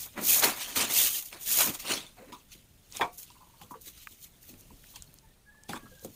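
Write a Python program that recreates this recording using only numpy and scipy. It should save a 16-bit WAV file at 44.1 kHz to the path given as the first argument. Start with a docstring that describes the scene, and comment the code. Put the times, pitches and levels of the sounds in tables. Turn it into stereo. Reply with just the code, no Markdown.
"""Sweeping dry leaves

A stiff twig broom sweeps dry leaves over bare soil into a dustpan, close by in a garden.
Broom and litter are patchy grained noise plus damped tones; the knocked pan is a bank of modes.
Twig snaps and thuds are resonant noise bursts; steps stir the litter. A far rooster is a hoarse
gliding tone, the garden air a swaying noise. Two microphones differ in colour and place."""
import sys
import numpy as np
from scipy import signal
from scipy.fft import rfft, irfft, next_fast_len
from scipy.io import wavfile
from scipy.ndimage import uniform_filter1d, map_coordinates

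SR = 44100
rng = np.random.default_rng(int(sys.argv[2]) if len(sys.argv) > 2 else 0)


def to_wav(sig):
    """Store sig (one row per channel, or 1-D mono) as 16-bit WAV at the path in sys.argv[1].

    Samples outside -1..1 are clipped; the rate is SR.
    """
    pcm = np.clip(np.atleast_2d(sig), -1, 1) * 32767
    pcm = np.round(pcm).astype(np.int16)
    wavfile.write(sys.argv[1], SR, pcm.T)  # frames by channels


N = 271215


def amp(db):
    """Gain of a level in dB."""
    return 10 ** (np.asarray(db) / 20)


def unit(x):
    """x at rms 1."""
    return x / np.sqrt(np.mean(x ** 2) + 1e-20)


def along(points, hz):
    """Value at hz from (f/Hz, value) points, linear on a log frequency axis."""
    f, v = np.transpose(points)
    return np.interp(np.log(hz + 1), np.log(f + 1), v)


def curves(rows):
    """One value per sample for each column after the time."""
    s, *cols = np.transpose(rows)
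    return [np.interp(np.arange(N) / SR, s, c) for c in cols]


def wobble(knots_per_s):
    """Smooth random curve through normal knots."""
    knots = rng.standard_normal(int(N * knots_per_s / SR) + 4)
    return map_coordinates(knots, [np.arange(N) * knots_per_s / SR])


def filtered(x, response):
    """x times a complex response of frequency."""
    m = next_fast_len(N + SR // 2)
    return irfft(rfft(x, m) * response(np.fft.rfftfreq(m, 1 / SR)), m)[..., :N]


def blend(pair, alike):
    """Two unrelated signals mixed to a left and right of the given likeness."""
    def mix(hz):
        angle = np.arccos(np.clip(along(alike, hz), -1, 1)) / 2
        return np.array([np.cos(angle), np.sin(angle)])
    mid, side = filtered(pair, mix)
    return np.array([mid + side, mid - side])


def arrive(pair, lead_s):
    """Time difference of a source off to the left: the left leads the right by lead_s."""
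    return filtered(pair, lambda hz: np.exp(1j * np.pi * hz * lead_s * np.array([[1], [-1]])))


def crackle(per_s, life_s, spread_db, bed):
    """Loudness of many tiny contacts: sudden bursts of uneven size that die fast, over a smooth bed."""
    chance, size = rng.random(N), rng.exponential(size=N)
    starts = (chance < per_s / SR) * amp(spread_db * np.minimum(size, 5)) ** 2
    power = signal.lfilter([1], [1, -np.exp(-1 / (life_s * SR))], starts)
    return np.sqrt(power / power.mean() + bed)


def rush(spectrum, alike, patchy_db, grain=1):
    """Grained stereo noise of rms 1, with random gain in patches of time and frequency."""
    z = signal.stft(grain * rng.standard_normal((2, N)), nperseg=256)[2]
    field = uniform_filter1d(rng.standard_normal(z.shape[1:]), size=2, axis=0)
    field = uniform_filter1d(field, size=10, axis=1)
    pair = signal.istft(z * amp(patchy_db * unit(field)), nperseg=256)[1][:, :N]
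    coloured = filtered(pair, lambda hz: amp(along(spectrum, hz)))
    return unit(blend(coloured, alike))


def swells(rows, roundness, lag_s=0, slower=1):
    """Gain per level column: 20 dB up in the rise, 20 dB down in the fall; event powers add.

    roundness is the power of time by which the level leaves its top: 1 a peak, 2 a dome.
    """
    t, power = np.arange(0, N + 32, 32) / SR, 0
    for s, rise_s, fall_s, *level_db in rows:
        u = (t - s - lag_s) / slower
        away = np.where(u < 0, -u / max(rise_s, .002), u / max(fall_s, .002))
        drop_db = np.minimum(20 * away ** roundness, 200)
        power = power + amp(np.array(level_db)[:, None] - drop_db) ** 2
    return np.sqrt([np.interp(np.arange(N) / SR, t, p) for p in power])


# Left-right likeness of near sources: f/Hz, likeness/1
NEAR_ALIKE = [(60, 0.97), (250, 0.95), (1000, 1), (2200, 0.45), (4500, 0.29), (12000, 0.062)]


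def cracks(count, centre_hz, cycles):
    """Brittle leaves breaking: short damped tones of scattered pitch and very uneven size, rms 1."""
    when, pitch, size, place = rng.random((count, 4)).T[:, :, None]
    k = np.arange(256)
    hz = centre_hz * 2 ** (2.4 * (pitch - .5))
    decay = np.exp(-np.e * k * hz / SR / cycles)
    tones = amp(-4 * np.log(size + 0.039)) * decay * np.sin(2 * np.pi * hz * k / SR)
    spots = ((when * N).astype(int) + k).ravel()
    pair = []
    for pan_law in (np.cos, np.sin):
        panned = tones * pan_law(2 * np.pi * place)
        pair.append(np.bincount(spots, panned.ravel(), N + 256)[:N])
    return unit(blend(np.array(pair), NEAR_ALIKE))


# Relative spectra of bristle hiss, leaf crackle, scrape, rumble: f/Hz, level/(dB per Hz)
BRISTLES = [(2940, -13), (5000, -2.5), (6960, 5.5), (7550, -2), (8660, 2.5), (9430, 2), (12200, 1),
            (14900, 7), (15500, -38)]
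LEAVES = [(710, -54), (1200, -7), (1290, -10), (1510, -9), (2660, -1), (3630, -1.5), (4990, -5.5),
          (6730, -4), (7660, -9.5), (8300, -4.5), (13000, -16)]
SCRAPE = [(240, -38), (400, -14.5), (790, -7), (868, -11.5), (960, -4), (1040, -6.5), (2000, -6.5),
          (2600, -10), (4400, -120)]
RUMBLE = [(35, -41), (60, -19), (263, -0.5), (480, -9), (620, -9), (1060, -120)]
# Long broom strokes: t/s of the top, rise/s, fall/s, hiss/dB, leaf/dB, scrape/dB
STROKES = [(0.014, 0.1, 0.077, -37.5, -43.5, -59), (0.335, 0.12, 0.1, -20, -27, -65),
           (1.005, 0.12, .14, -21.5, -26, -48), (1.162, 0.056, 0.066, -29.5, -36.5, -62),
           (1.575, .14, 0.15, -22.5, -30.5, -70)]
# Gritty scrapes and crunches of leaves and soil, with low rumble: t/s of the top, rise/s, fall/s,
# hiss/dB, leaf/dB, scrape/dB, rumble/dB
CRUNCHES = [(0.062, .02, .04, -60, -60, -48, -63), (0.182, 0.031, .12, -76, -45, -35.5, -36),
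            (0.385, 0.043, 0.024, -42.5, -51, -32.5, -53), (0.442, 0.035, 0.054, -19, -19.5, -19, -34),
            (0.468, 0.027, 0.093, -28, -27, -25.5, -41.5), (0.575, 0.03, 0.037, -37.5, -47, -37.5, -53),
            (0.612, 0.038, 0.078, -38, -30, -41.5, -54), (0.7, 0.15, 0.12, -41, -39.5, -45.5, -55),
            (0.764, .015, 0.12, -27, -24.5, -28.5, -35.5), (0.814, 0.062, 0.096, -38, -24, -29, -37.5),
            (0.9, 0.017, 0.15, -53, -31, -37, -49), (1.226, .01, 0.036, -39.5, -48, -49, -73),
            (1.26, 0.044, 0.081, -40, -48, -70, -67), (1.33, 0.02, 0.12, -66, -44, -45, -55),
            (1.418, 0.025, 0.039, -40, -50, -56, -68), (1.608, 0.042, 0.068, -23, -24, -25.5, -53),
            (1.68, 0.1, 0.07, -38, -34.5, -36, -38.5), (1.75, 0.025, 0.049, -38, -36.5, -44, -69),
            (1.8, 0.016, 0.066, -39, -37.5, -55, -73), (1.852, 0.028, .04, -43, -57, -41.5, -55),
            (1.914, 0.067, .11, -49, -24.5, -31, -38), (2.185, 0.03, 0.2, -70, -58, -52, -57),
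            (2.297, 0.049, 0.04, -64, -62, -52.5, -49.5), (2.96, 0.05, 0.047, -70, -60, -49, -57),
            (3.014, .006, 0.058, -62, -45, -34.5, -60), (5.696, .008, 0.069, -58, -48, -40.5, -55),
            (5.765, .03, .05, -60, -52, -44, -58)]
# Litter stirred by feet and carried tools: t/s of the top, rise/s, fall/s, hiss/dB, leaf/dB
RUSTLES = [(2.328, 0.012, .1, -58, -48.5), (2.528, 0.031, 0.061, -53.5, -45.5),
           (2.59, 0.04, 0.066, -69, -59.5), (2.972, 0.071, 0.076, -46, -41), (3.012, .02, 0.11, -88, -48),
           (3.14, 0.023, 0.079, -51, -64), (3.192, 0.024, 0.052, -39, -55), (3.232, .03, 0.035, -46.5, -50),
           (3.275, 0.047, 0.14, -60, -53.5), (3.616, 0.0059, 0.076, -54, -51.5),
           (3.714, .015, 0.044, -49.5, -60), (3.815, .01, 0.042, -47.5, -71),
           (3.882, 0.057, 0.047, -42.5, -46.5), (3.97, 0.066, 0.23, -56.5, -52),
           (4.03, 0.047, .04, -51, -51.5), (4.124, 0.11, 0.082, -52.5, -57),
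           (4.244, 0.07, 0.048, -45.5, -54.5), (4.43, 0.031, .08, -53.5, -64),
           (4.496, 0.056, 0.049, -47, -51), (4.61, 0.072, 0.021, -52.5, -68), (4.9, 0.14, 0.14, -54, -58.5),
           (4.962, 0.018, 0.038, -51.5, -42.5), (5.025, .005, 0.039, -60, -63),
           (5.694, 0.01, 0.081, -55, -38), (5.73, 0.023, 0.059, -62, -43), (5.762, 0.06, 0.04, -75, -44.5),
           (6.05, 0.049, 0.032, -45, -54), (6.145, 0.036, .04, -55, -60)]
# Litter ticking between events: t/s, leaf level/dB
SETTLING = [(0, -57), (2.1, -66), (2.75, -69.5), (3.4, -64), (4.0, -68.5), (5.0, -62), (5.5, -78.5),
            (5.85, -63), (6.15, -61.5)]
STROKE_ROUND, CRUNCH_ROUND, RUSTLE_ROUND = 2.29, 0.94, 1.01
RUMBLE_LAG_S, RUMBLE_SLOWER = 0.0065, 1.1
SETTLING_HISS_DB = -0.5  # re leaf level


def broom():
    """Bristle tips hiss, leaves crackle in coarser grains, gritty scrapes and rumbles come in lumps."""
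    stroke = swells(STROKES, STROKE_ROUND)
    crunch = swells(CRUNCHES, CRUNCH_ROUND)
    rustle = swells(RUSTLES, RUSTLE_ROUND)
    settling = amp(curves(SETTLING)[0])
    settling_hiss = amp(SETTLING_HISS_DB) * settling

    hiss_gain = np.sqrt(stroke[0] ** 2 + crunch[0] ** 2 + rustle[0] ** 2 + settling_hiss ** 2)
    leaf_gain = np.sqrt(stroke[1] ** 2 + crunch[1] ** 2 + rustle[1] ** 2 + settling ** 2)
    scrape_gain = np.hypot(stroke[2], crunch[2])
    rumble_gain = swells(CRUNCHES, CRUNCH_ROUND, RUMBLE_LAG_S, RUMBLE_SLOWER)[3]

    tips = crackle(per_s=700, life_s=.0012, spread_db=2, bed=.7)
    flakes = crackle(per_s=500, life_s=.002, spread_db=2.2, bed=.7)
    lumps = crackle(per_s=140, life_s=0.0076, spread_db=0.5, bed=0.75)
    uneven = wobble(60)  # quick random unevenness of hiss, leaf and scrape level

    hiss = rush(BRISTLES, NEAR_ALIKE, 0.75, tips)
    leaves = rush(LEAVES, NEAR_ALIKE, 4.0, flakes)
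    leaves = leaves + amp(-10) * cracks(count=7000, centre_hz=4660, cycles=36)
    scrape = rush(SCRAPE, NEAR_ALIKE, 0.87, lumps)
    rumble = rush(RUMBLE, NEAR_ALIKE, 1.4, lumps)
    return (hiss_gain * amp(0.75 * uneven) * hiss
            + leaf_gain * amp(0.57 * uneven) * leaves
            + scrape_gain * amp(0.43 * uneven) * scrape
            + rumble_gain * rumble)


# Relative spectrum of the garden: f/Hz, level/(dB per Hz)
GARDEN = [(12, -19.5), (20, 3.5), (137, -6), (185, -8), (505, -18.5), (581, -17.5), (811, -21.5),
          (1200, -24), (1340, -23.5), (3260, -26), (7520, -28.5), (8640, -25), (15500, -33.5)]
# Left-right likeness of the garden: f/Hz, likeness/1
FAR_ALIKE = [(30, 0.15), (130, 0.89), (300, 0.22), (700, 0.185), (2000, .05)]
GARDEN_DB = -58.5


def garden():
    """Air in the trees and far rumble: wide noise whose level sways slowly."""
    sway_db = 1.2 * wobble(2.5)
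    return amp(GARDEN_DB + sway_db) * rush(GARDEN, FAR_ALIKE, 1.4)


def bursts(events, t60_s, sharpness, attack_s, edge):
    """Dying noise bursts through one broad resonance (two passes), plus an unfiltered bright edge."""
    out, t = np.zeros((2, N + SR)), np.arange(SR // 3) / SR
    envelope = amp(-60 * t / max(t60_s, .002)) * (1 - np.exp(-t / attack_s))
    for s, db, hz in events:
        b, a = signal.iirpeak(min(hz, SR / 3), max(sharpness, .3), SR)
        burst = rng.standard_normal((2, len(t))) * envelope
        burst[:, 1] += 3.5  # one sharp push at the onset
        body = signal.lfilter(b, a, signal.lfilter(b, a, burst))
        event = body / np.abs(body[0]).max() + edge * burst / np.abs(burst[0]).max()
        out[:, round(s * SR):][:, :len(t)] += amp(db) * event
    return blend(out[:, :N], NEAR_ALIKE)


# Twigs and dry stems snapping: t/s, level/dB, f/Hz
SNAPS = [(0.177, -28, 1200), (0.4265, -14, 4160), (0.7603, -20, 2130), (1.3284, -26.5, 2600),
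         (1.4104, -46, 6830), (1.7785, -50, 2880), (1.875, -25, 3640), (2.3227, -36, 2040),
         (2.5217, -39, 3050), (2.9242, -31, 5640), (2.9696, -20, 6760), (3.0112, -19, 2460),
         (3.1878, -32, 7040), (3.2312, -34, 6800), (3.303, -37.5, 4000), (3.6152, -41.5, 1970),
         (3.708, -47, 1180), (3.8127, -49, 6570), (4.0721, -25.5, 1890), (4.0745, -31.5, 1680),
         (4.4394, -45.5, 2200), (4.54, -43, 2300), (4.841, -39.5, 1910), (4.9595, -30, 4770),
         (4.9625, -37.5, 2420), (5.0228, -25.5, 7100), (5.043, -42, 8140), (5.1412, -36, 11200),
         (5.1868, -39.5, 6100), (5.636, -37, 6740), (5.692, -33, 3470), (5.734, -21.5, 1290),
         (5.995, -43, 6000), (6.0477, -28.5, 7110)]
SNAP_T60_S, SNAP_EDGE_DB = .009, -4


def twigs():
    """A breaking stem: a bright short noise burst with a strong edge."""
    return bursts(SNAPS, SNAP_T60_S, sharpness=1.3, attack_s=0.00012, edge=amp(SNAP_EDGE_DB))


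# Knocks on the pan: t/s, level/dB, favoured f/Hz, share of full ring/1
KNOCKS = [(2.18, -50.5, 580, 0.65), (2.195, -48.5, 506, 1), (2.219, -47, 530, 0.76),
          (2.325, -36.5, 1080, 1), (2.344, -44.5, 1040, 1), (2.997, -27.5, 700, 1.05),
          (3.0102, -13.5, 1000, 0.86), (3.016, -14.5, 1010, 0.57), (3.023, -18, 820, 1.11),
          (3.301, -48.5, 1000, 0.45), (3.352, -56, 1200, .8), (3.364, -55, 1070, 0.74),
          (3.401, -52, 977, 1), (3.412, -47, 990, 0.93), (3.426, -50, 980, 0.81), (3.465, -55, 1010, 1),
          (3.495, -58, 970, 1), (3.535, -53.5, 1030, 1.3), (3.598, -54, 1020, 1), (3.613, -44, 920, 0.77),
          (3.634, -57, 520, 0.63), (3.64, -57, 1210, 1.5), (3.709, -37, 1070, 0.87),
          (3.738, -37, 1170, 0.56), (3.754, -44.5, 490, 0.77), (4.704, -49.5, 905, 0.29),
          (4.935, -53.5, 1060, 1.6), (4.962, -48, 900, 0.37), (5.543, -59, 1100, 0.4),
          (5.694, -35, 790, 1.3), (5.733, -31.5, 1320, 1.37), (5.763, -34, 1150, 0.39),
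          (5.856, -45.5, 1340, 0.66), (5.914, -52.5, 520, 1), (6.026, -49.5, 480, 0.37),
          (6.048, -31, 490, 0.23)]
# Pan modes: nominal f/Hz, mean level/dB, full t60/s before the cap LONGEST_S
PAN_MODES = [(237, -12, 0.04), (315, -27, 5.0), (448, -16, 0.16), (509.6, -11, 0.23), (719, -7.5, 0.27),
             (836, -1, 0.11), (922.6, -4, 0.12), (976.6, -2, 0.14), (1057, -4.5, 0.11), (1126, -8.5, 0.17),
             (1182, -10, 0.16), (1388, -12, 0.17), (1468, -26, 0.087), (1586, -2, 0.11), (1860, -1, 0.093),
             (1980, -18, 0.26), (2090, -32, 0.18), (2273, 2.5, 0.16), (2440, -15, 0.23), (2380, -21, 0.12),
             (2570, -17, 0.16), (2740, -18.5, 0.11), (2864, -19, 0.21), (2970, -27, 0.19),
             (3200, -21, 0.17), (3360, 4, 0.11), (3741, -12, 0.12)]
REACH_OCTAVES = .22  # modes that a light blow wakes around its favoured pitch
REACH_AT_DB, REACH_GROWS = -36, 0.77  # blows above this level wake more; dB of reach per dB
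HARD_ATTACK_S, LIGHT_ATTACK_S = 0.00059, 0.0025  # light touches start softly
LONGEST_S = .2  # longest ring allowed to any pan mode, before the knock's share
DRIFT = .4  # phase drift scale


def pan():
    """Each knock rings the pan's modes at new strengths, most those near its favoured pitch."""
    steps_n, hold = 256, 48  # phase drift steps, samples per step
    out, t = np.zeros((2, N + SR)), np.arange(steps_n * hold) / SR
    hz, level_db, t60_s = np.transpose(PAN_MODES)[:, :, None]
    for s, db, centre_hz, share in KNOCKS:
        luck = rng.standard_normal((3, 2, len(PAN_MODES), 1))
        octaves = REACH_OCTAVES * amp(REACH_GROWS * max(db - REACH_AT_DB, 0))
        off_pitch_db = 6 * (np.log2(hz / centre_hz) / octaves) ** 2
        strength_db = level_db + 4.9 * luck[0] - off_pitch_db

        # random phase drift roughens the ring
        drift = np.cumsum(rng.standard_normal((len(PAN_MODES), steps_n)), axis=1)
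        drift = DRIFT * np.sqrt(hz / 700) * np.repeat(drift, hold, axis=1)
        detuned_hz = hz * (1 + 0.0124 * luck[1, 0])
        phase = 2 * np.pi * detuned_hz * t + 1.21 * luck[2] + drift

        ring_t60_s = np.minimum(t60_s, LONGEST_S) * np.clip(share, .1, 3)
        modes = amp(strength_db - 60 * t / ring_t60_s) * np.sin(phase)
        attack_s = HARD_ATTACK_S if db > REACH_AT_DB else LIGHT_ATTACK_S
        ring = np.sum(modes, axis=1) * (1 - np.exp(-t / attack_s))
        out[:, round(s * SR):][:, :len(t)] += amp(db) * ring / np.abs(ring[0]).max()
    return blend(out[:, :N], NEAR_ALIKE)


# Soles and tools meeting the soil: t/s, level/dB, f/Hz
THUDS = [(2.317, -45, 247), (2.549, -50.5, 182), (3.008, -24, 317), (3.612, -49, 164), (3.71, -41.5, 270),
         (3.869, -50.5, 263), (4.109, -53.5, 234), (4.489, -47.5, 215), (4.532, -46, 257),
         (4.613, -57, 320), (4.703, -49, 222), (5.078, -50.5, 174), (5.127, -57.5, 198), (5.69, -34.5, 216),
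         (5.736, -36.5, 219), (5.769, -45.5, 237), (5.83, -45, 172), (6.031, -48, 106), (6.049, -36.5, 262),
         (6.091, -49, 92)]
THUD_T60_S = 0.19


def steps():
    """Soft low pushes on the soil: low resonant bursts with no bright edge."""
    return bursts(THUDS, THUD_T60_S, sharpness=0.94, attack_s=0.00056, edge=0)


# Far rooster's notes: t/s, length/s, first f/Hz, last f/Hz, level/dB, fade over the note/dB,
# lower octave level/dB
CROW = [(5.22, .05, 1760, 1780, -80, 0, -66), (5.245, .085, 1740, 1820, -68, -2, -82),
        (5.452, .24, 1680, 1745, -54.5, -12, -76), (5.8, .25, 1650, 1610, -58.5, -4, -90)]
CROW_EDGE_S, FLUTTER_DB = 0.016, 4


def rooster():
    """A hoarse wavering tone and its lower octave, smeared differently on the way to each microphone."""
    out, t = np.zeros((2, N)), np.arange(N) / SR
    for s, length_s, first_hz, last_hz, db, fade_db, low_db in CROW:
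        u = np.clip((t - s) / length_s, 0, 1)
        gate = np.clip(np.minimum(u, 1 - u) * length_s / CROW_EDGE_S, 0, 1)
        pitch_hz = (first_hz + (last_hz - first_hz) * u) * (1 + 0.009 * wobble(120))
        phase = 2 * np.pi * np.cumsum(pitch_hz) / SR
        for side in out:
            flutter = amp(FLUTTER_DB * wobble(68))
            tone = amp(db + fade_db * u) * np.sin(phase + 1.7 * wobble(60))
            low_octave = amp(low_db) * np.sin(phase / 2)
            side += gate * flutter * (tone + low_octave)
    return out


def scene():
    """The sweeping is off to one side, the pan and the steps nearer the middle."""
    sweeping = arrive(broom(), 0.000266)
    knocks_and_steps = arrive(pan() + twigs() + steps(), 0.00015)
    return sweeping + knocks_and_steps + rooster() + garden()


# Left level over right: f/Hz, ratio/dB
LEFT_OVER_RIGHT = [(60, 0.5), (700, -0.5), (2400, 1.1), (4400, 3), (5800, 4.5), (6900, 30), (7900, -12.5),
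                   (9500, -2), (11500, 1), (13000, 6), (14300, 35.5), (15500, 35)]
# Treble lift of the whole scene: f/Hz, lift/dB
TREBLE_LIFT = [(9000, 0), (13000, 1), (15500, 5)]
TOP_HZ = 15600


def record(dry):
    """The ports share the power unevenly by frequency; nothing is kept above the band limit."""
    def ports(hz):
        left_power = 2 / (1 + amp(-along(LEFT_OVER_RIGHT, hz)) ** 2)
        balance = np.sqrt([left_power, 2 - left_power])
        return balance * amp(along(TREBLE_LIFT, hz)) * (hz < TOP_HZ)
    return filtered(dry, ports)


dry = scene()
out = record(dry)
to_wav(out)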